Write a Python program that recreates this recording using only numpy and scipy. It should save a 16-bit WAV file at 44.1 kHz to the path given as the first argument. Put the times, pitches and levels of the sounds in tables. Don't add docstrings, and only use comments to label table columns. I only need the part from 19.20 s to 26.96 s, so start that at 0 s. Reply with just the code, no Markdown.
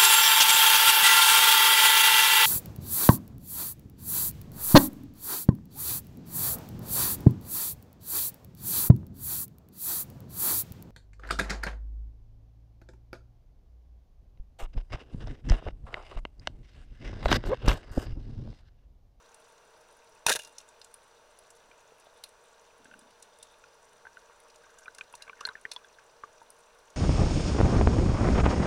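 import sys
import numpy as np
from scipy import signal
from scipy.fft import rfft, irfft
from scipy.io import wavfile

SR = 44100
rng = np.random.default_rng(int(sys.argv[2]) if len(sys.argv) > 2 else 0)


def persist_wave(psi):
    counts = np.round(np.clip(psi, -1, 1) * 32767).astype(np.int16)
    wavfile.write(sys.argv[1], SR, np.atleast_2d(counts).T)


N = 342216
TIME_S = np.arange(N) / SR

# frequency in Hz, relative density in dB per Hz.
DULL_COLOUR = [(30, -22.5), (120, -11), (340, -16), (440, -2), (660, 2), (790, -5), (950, -4), (1150, -4),
               (1450, -1.5), (1750, 3.5), (2200, -10), (3200, -28)]
# frequency in Hz, relative density in dB per Hz.
BRIGHT_COLOUR = [(1200, -31), (2000, -13), (2500, 0), (3200, -4), (3700, 1), (4600, -6), (6200, 0.5),
                 (7800, -5.5), (10000, -2), (11200, -11.5), (13500, -18.5), (16000, -23)]
# centre in Hz, width in Hz, level in dB before the ring_db of each sound.
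HOUSING_MODES = [(470.6, 24, 7), (620, 65, 3), (906, 95, 3), (1120, 38, -0.5), (1410, 43, -1.5),
                 (1553, 180, -3), (2080, 56, -10), (2486, 60, -4), (2760, 120, -1.5), (3620, 280, -7.5),
                 (4200, 260, -10), (4930, 73, -6), (5300, 160, -16), (5760, 360, -12.5), (9740, 300, -8),
                 (13500, 900, 1.5)]
# time in seconds, bright level in dB, dull level in dB.
# Levels precede DULL_GAIN_DB and the random grains.
SLAPS = [(1.086, -27, -35), (1.0995, -21, -25), (1.1175, -22.5, -36), (1.126, -21.5, -46),
         (1.1375, -29, -40), (1.152, -34, -32), (1.1583, -24.5, -34), (1.164, -36, -31.5),
         (1.192, -37, -39), (1.221, -49, -68), (1.236, -51, -53), (1.274, -51, -54)]
# start in seconds, peak envelope in dB, pitch in Hz.
KNOCKS = [(1.0645, -19, 945), (1.085, -27.5, 1440), (1.099, -22, 1350), (1.103, -24, 500),
          (1.111, -27, 620), (1.1214, -23.5, 1650), (1.153, -32, 454), (2.492, -58, 302), (2.721, -47, 490),
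          (2.869, -44, 650)]
# pitch in Hz, relative level in dB, t60 in seconds.
SPEAR_MODES = [(2780, -4.5, 0.33), (2870, 9.5, 0.041), (3628, -27, 0.36), (4737, -26, .3),
               (5900, -23, 0.19)]
# start in seconds, gain on the modes in dB.
SPEAR_BLOWS = [(1.14, -60), (1.196, -44.5)]
# start in seconds, gain in dB, starting pitch in Hz,
# pinch-off click gain in dB, click pitch in Hz.
BUBBLES = [(2.514, -54, 1520, -44.5, 2360), (3.655, -47, 1590, -52, 2700), (3.713, -47, 1480, -52, 2720),
           (3.739, -43, 1490, -49, 2770), (4.439, -46.5, 1420, -49, 2520), (4.852, -41, 1510, -44, 890),
           (4.868, -37.5, 1570, -44, 910), (4.970, -39, 1480, -52, 2840), (5.658, -53, 1420, -41, 2400),
           (5.68, -32.5, 1470, -52, 3920), (5.785, -41.5, 1570, -43, 2750), (5.81, -37, 1520, -29.5, 2480),
           (5.939, -37.5, 958, -41, 2670), (6.068, -48, 1500, -53, 2280), (6.078, -40, 1550, -42.5, 2270),
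           (6.096, -36, 1135, -34.5, 2340), (6.13, -40.5, 1485, -60, 2940), (6.209, -31.5, 1173, -37, 2780),
           (6.252, -28.5, 1520, -21, 4240), (6.274, -35, 970, -33, 1650), (6.288, -28, 1475, -35, 3920),
           (6.353, -33.5, 1780, -52, 2380), (6.452, -25.5, 1890, -37, 2370), (6.5627, -37, 970, -30, 3410),
           (6.645, -44.5, 1580, -48.5, 3410), (6.785, -44, 1590, -65, 2800),
           (7.036, -27.5, 1170, -38.5, 1610), (7.216, -40.5, 913, -54, 1540)]
# time in seconds, bubbles per second.
TRICKLE_RATE = [(4.7, 1), (5.6, 37), (6.05, 47), (6.18, 62), (6.24, 270), (6.33, 140), (6.38, 35.5),
                (6.8, -4)]
# time in seconds, nominal peak in dB, centre in Hz.
TICKS = [(0.144, -38, 8050), (1.248, -32, 5700), (1.383, -28.5, 6340), (1.402, -42, 3180),
         (1.488, -41, 7700), (1.615, -39, 4330), (1.645, -36.5, 7200), (1.741, -34.5, 9400),
         (2.188, -38, 10700), (2.304, -37.5, 7700), (3.038, -29.5, 4060), (3.038, -28.5, 10400),
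         (3.791, -39.5, 8750), (4.025, -33.5, 7400), (4.228, -30.5, 7900), (5.3, -45.5, 4960),
         (5.586, -38.5, 7200), (5.748, -36.5, 7100), (5.7834, -35, 6500), (5.952, -32, 7600),
         (6.022, -30, 4500), (6.2075, -32, 5760), (6.267, -30, 8900), (6.516, -23, 4260),
         (6.534, -34.5, 9100), (7.303, -37.5, 9100)]
# frequency in Hz, relative density in dB per Hz.
TICK_COLOUR = [(500, -6.5), (3600, -0.5), (10300, -1), (11500, -6.0), (13500, -23), (16000, -9.0)]
# frequency in Hz, relative density in dB per Hz.
SHRIMP_COLOUR = [(1500, -4.5), (3000, 2.0), (10500, -4), (12000, -10.5)]
# frequency in Hz, relative density in dB per Hz.
WASH_COLOUR = [(25, 2), (60, -6.5), (200, -10.5), (330, -9), (440, -1.5), (650, -2.5), (760, -4.5),
               (1000, -3), (1550, -6.5), (2000, -11.5), (4500, -15.5), (7000, -17.5), (10200, -20.5),
               (11800, -34.5), (16000, -30)]

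SNAP_AT_S, SNAP_SWELL_S, SNAP_T60_S = 1.066, 0.00073, 0.014
SNAP_DULL_DB, SNAP_BRIGHT_DB = -24, -13
SLIDE_AT_S, SLIDE_HOLD_S, SLIDE_SWELL_S, SLIDE_T60_S = 1.085, 0.034, 0.006, 0.014
SLIDE_DULL_DB, SLIDE_BRIGHT_DB = -25.5, -36
FIZZ_DB, FIZZ_HOLD_S, FIZZ_T60_S = -32, 0.018, 0.32
FIZZ_SPUTTER_DB, FIZZ_SPUTTERS_PER_S = 5, 200
SLAP_SWELL_S, SLAP_T60_S = 0.0013, 0.033
DULL_GAIN_DB = -2.0
KNOCK_T60_S = 0.028
RECOIL_DB, RECOIL_HZ, RECOIL_T60_S = -29.5, 85.2, 0.011
BUBBLE_CYCLES, BUBBLE_RING_DB, BUBBLE_CHURN_DB, CHURN_T60_S = 36, -2.5, -13, 0.028
TRICKLE_DB, TRICKLE_LOW_HZ, TRICKLE_OCTAVES, TRICKLE_CYCLES = -58.5, 950, 1.87, 26
GURGLE_HZ, GURGLE_WIDTH_HZ, GURGLE_DB = 1545, 42, 2.5
TICK_T60_S = 0.025
RANDOM_TICKS_PER_S, RANDOM_TICK_DB, RANDOM_TICK_HZ = 1.5, (-49, -41.5), (6000, 10400)
CRACKLE_PER_S, CRACKLE_DB = 58, -74.5
WASH_DB = -60
RUB_AT_S, RUB_HOLD_S, RUB_SWELL_S, RUB_T60_S, RUB_DB = 3.63, 0.2, 0.037, 0.6, -67
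WHINE_HZ, WHINE_DB = 5893, -75.5
CUTOFF_HZ = 15900


def from_db(db):
    return 10 ** (np.asarray(db) / 20)


def unit_energy(response):
    return response / np.sqrt(np.sum(response ** 2))


def add(track, start_s, sound):
    at = round(start_s * SR)
    track[at:at + len(sound)] += sound[:N - at]


def resonance(x, hz, width_hz):
    radius = np.exp(-np.pi * width_hz / SR)
    zeros = np.array([1, 0, -1]) * (1 - radius ** 2) / 2
    poles = [1, -2 * radius * np.cos(2 * np.pi * hz / SR), radius ** 2]
    return signal.lfilter(zeros, poles, x)


def housed(x, colour, ring_db, size=4096):
    hz, db = np.transpose(colour)
    grid_hz = np.maximum(np.arange(size // 2 + 1) * SR / size, 1)
    gain = from_db(np.interp(np.log(grid_hz), np.log(hz), db))
    cepstrum = irfft(np.log(gain))
    cepstrum[1:size // 2] *= 2
    cepstrum[size // 2 + 1:] = 0
    direct = irfft(np.exp(rfft(cepstrum)))
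    ringing = sum(from_db(mode_db + ring_db) * resonance(direct, mode_hz, width_hz)
                  for mode_hz, width_hz, mode_db in HOUSING_MODES)
    return signal.fftconvolve(x, unit_energy(direct + ringing))[:N]


def scatter(x, wet_db, t60_s):
    t = TIME_S[:SR // 4]
    envelope = burst(t - 0.003, swell_s=0.00042, t60_s=t60_s)
    cloud = unit_energy(rng.standard_normal(len(t)) * envelope)
    return x + from_db(wet_db) * signal.fftconvolve(x, cloud)[:N]


def burst(t, swell_s, t60_s, hold_s=0):
    swell = np.minimum(t, 0) / swell_s
    decay = np.log(1000) * np.maximum(t - hold_s, 0) / t60_s
    return np.exp(swell - decay)


def damped_sine(t, hz, t60_s, swell_s, rise=0):
    envelope = (1 - np.exp(-(t / swell_s) ** 2)) * np.exp(-np.log(1000) * t / t60_s)
    pitch_hz = hz * (1 + rise * np.minimum(t / t60_s, 1))
    phase = 2 * np.pi * np.cumsum(pitch_hz) / SR
    return envelope / envelope.max() * np.sin(phase)


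def grains(per_s, spread_db):
    sizes = from_db(spread_db * np.minimum(rng.exponential(1, N), 3))
    signs = rng.choice([-1, 1], N)
    clicks = sizes * signs * (rng.random(N) < per_s / SR)
    return clicks / np.std(clicks)


def together(parts):
    return np.sqrt(sum((from_db(db) * envelope) ** 2 for db, envelope in parts))


def shot():
    snap = burst(TIME_S - SNAP_AT_S, SNAP_SWELL_S, SNAP_T60_S)
    slide = burst(TIME_S - SLIDE_AT_S, SLIDE_SWELL_S, SLIDE_T60_S, SLIDE_HOLD_S)
    sputter = np.interp(TIME_S * FIZZ_SPUTTERS_PER_S, np.arange(N), rng.standard_normal(N))
    fizz = burst(TIME_S - SNAP_AT_S, SNAP_SWELL_S, FIZZ_T60_S, FIZZ_HOLD_S)
    fizz = fizz * from_db(FIZZ_SPUTTER_DB * sputter)
    dull_parts = [(SNAP_DULL_DB, snap), (SLIDE_DULL_DB, slide)]
    bright_parts = [(SNAP_BRIGHT_DB, snap), (SLIDE_BRIGHT_DB, slide), (FIZZ_DB, fizz)]
    for at_s, bright_db, dull_db in SLAPS:
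        slap = burst(TIME_S - at_s, SLAP_SWELL_S, SLAP_T60_S)
        dull_parts.append((dull_db, slap))
        bright_parts.append((bright_db, slap))
    dull_grains = together(dull_parts) * grains(per_s=4000, spread_db=2.5)
    bright_grains = together(bright_parts) * grains(per_s=11000, spread_db=1.0)
    dull = housed(dull_grains, DULL_COLOUR, ring_db=-2.5)
    bright = housed(bright_grains, BRIGHT_COLOUR, ring_db=1.5)
    return from_db(DULL_GAIN_DB) * dull + bright


def knocks():
    out, t = np.zeros(N), TIME_S[:SR // 4]
    for start_s, db, hz in KNOCKS:
        add(out, start_s, from_db(db) * damped_sine(t, hz, KNOCK_T60_S, swell_s=0.00041))
    thump = damped_sine(t, RECOIL_HZ, RECOIL_T60_S, swell_s=0.00049)
    add(out, SNAP_AT_S, from_db(RECOIL_DB) * thump)
    return out


def spear():
    out, t = np.zeros(N), TIME_S[:SR]
    ring = sum(from_db(db) * damped_sine(t, hz, t60_s, swell_s=0.00039) for hz, db, t60_s in SPEAR_MODES)
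    for start_s, db in SPEAR_BLOWS:
        add(out, start_s, from_db(db) * ring)
    return out


def bubbles():
    out, t = np.zeros(N), TIME_S[:SR // 6]
    noises = rng.standard_normal((len(BUBBLES), len(t)))
    for (start_s, db, hz, click_db, click_hz), noise in zip(BUBBLES, noises):
        churn = resonance(resonance(noise, hz, hz * 0.43), hz, hz * 0.43)
        churn_envelope = burst(t - 0.001, swell_s=0.00033, t60_s=CHURN_T60_S)
        churn = from_db(BUBBLE_CHURN_DB) * churn / np.std(churn) * churn_envelope
        plop = damped_sine(t, hz, BUBBLE_CYCLES / hz, swell_s=0.001, rise=0.044)
        plop = from_db(BUBBLE_RING_DB) * plop
        splash = resonance(resonance(noise, click_hz, click_hz * 0.45), click_hz, click_hz * 0.47)
        splash_envelope = burst(t - 0.001, swell_s=0.00034, t60_s=0.0085)
        splash = from_db(-9.0) * splash / np.std(splash) * splash_envelope
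        click = from_db(-1.0) * damped_sine(t, click_hz, t60_s=0.02, swell_s=0.00023) + splash
        add(out, start_s, from_db(db) * (plop + churn + nudge(t)) + from_db(click_db) * click)
    out = out + trickle()
    gurgle = from_db(GURGLE_DB) * resonance(out, GURGLE_HZ, GURGLE_WIDTH_HZ)
    return scatter(out + gurgle, wet_db=-10, t60_s=0.0047)


def nudge(t):
    wall = from_db(-23) * damped_sine(t, hz=438, t60_s=0.057, swell_s=0.0013)
    flex = from_db(-25.5) * damped_sine(t, hz=247, t60_s=0.014, swell_s=0.0019)
    sway = from_db(-20.5) * damped_sine(t, hz=73, t60_s=0.012, swell_s=0.00086)
    return wall + flex + sway


def trickle():
    out, t = np.zeros(N), TIME_S[:SR // 20]
    per_s = np.interp(TIME_S, *np.transpose(TRICKLE_RATE))
    born = np.flatnonzero(rng.random(N) < per_s / SR)
    for at, (smallness, distance) in zip(born, rng.random((len(born), 2))):
        hz = TRICKLE_LOW_HZ * 2 ** (TRICKLE_OCTAVES * smallness)
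        gain = from_db(TRICKLE_DB - 7.7 * distance - 20.4 * smallness) * np.sqrt(per_s[at])
        chirp = damped_sine(t, hz, t60_s=TRICKLE_CYCLES / hz, swell_s=0.00026, rise=0.2)
        add(out, at / SR, gain * chirp)
    return scatter(out, wet_db=-0.5, t60_s=0.076)


def ticks():
    out, t = np.zeros(N), TIME_S[:SR // 10]
    rows = TICKS + random_ticks()
    envelope = burst(t - 0.004, swell_s=0.001, t60_s=TICK_T60_S)
    for (at_s, db, hz), noise in zip(rows, rng.standard_normal((len(rows), len(t)))):
        broad = resonance(noise, hz, width_hz=4400)
        pitched = from_db(5.5) * resonance(noise, hz, width_hz=1300)
        crack = broad + pitched
        tick = from_db(db - 10.5) * crack / np.std(crack) * envelope
        add(out, max(at_s - 0.003, 0), tick)
    return housed(scatter(out, wet_db=-14.5, t60_s=0.16), TICK_COLOUR, ring_db=13)


def random_ticks():
    draws = rng.random((round(RANDOM_TICKS_PER_S * N / SR), 3))
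    return [(when * N / SR, np.interp(level, (0, 1), RANDOM_TICK_DB), np.interp(pitch, (0, 1), RANDOM_TICK_HZ))
            for when, level, pitch in draws]


def shrimp(count=10):
    pitches_hz = np.geomspace(2600, 10200, count)
    snaps = sum(resonance(grains(CRACKLE_PER_S / count, spread_db=2.0), hz, hz * 0.16) for hz in pitches_hz)
    snaps = scatter(snaps, wet_db=12, t60_s=0.03)
    return from_db(CRACKLE_DB) * housed(snaps / np.std(snaps), SHRIMP_COLOUR, ring_db=-13)


def grip():
    slips = grains(per_s=240, spread_db=4.0)
    rub = resonance(resonance(slips, hz=235, width_hz=84), hz=237, width_hz=330)
    rub_envelope = burst(TIME_S - RUB_AT_S, RUB_SWELL_S, RUB_T60_S, RUB_HOLD_S)
    squeak = resonance(slips, hz=3600, width_hz=190)
    squeak_envelope = burst(TIME_S - 4.23, swell_s=0.088, t60_s=0.57)
    rub = from_db(RUB_DB) * rub_envelope * rub / np.std(rub)
    return rub + from_db(-63) * squeak_envelope * squeak / np.std(squeak)


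def wash():
    return from_db(WASH_DB) * housed(rng.standard_normal(N), WASH_COLOUR, ring_db=0.5)


def whine():
    return from_db(WHINE_DB) * np.sqrt(2) * np.sin(2 * np.pi * WHINE_HZ * TIME_S)


def scene():
    gun = shot() + knocks() + spear()
    background = wash() + grip() + whine()
    return (gun + bubbles() + ticks() + shrimp() + background)[None]


def record(dry):
    lowpass = signal.ellip(10, 0.1, 80, CUTOFF_HZ, fs=SR, output="sos")
    return signal.sosfilt(lowpass, dry)


dry = scene()
out = record(dry)
persist_wave(out)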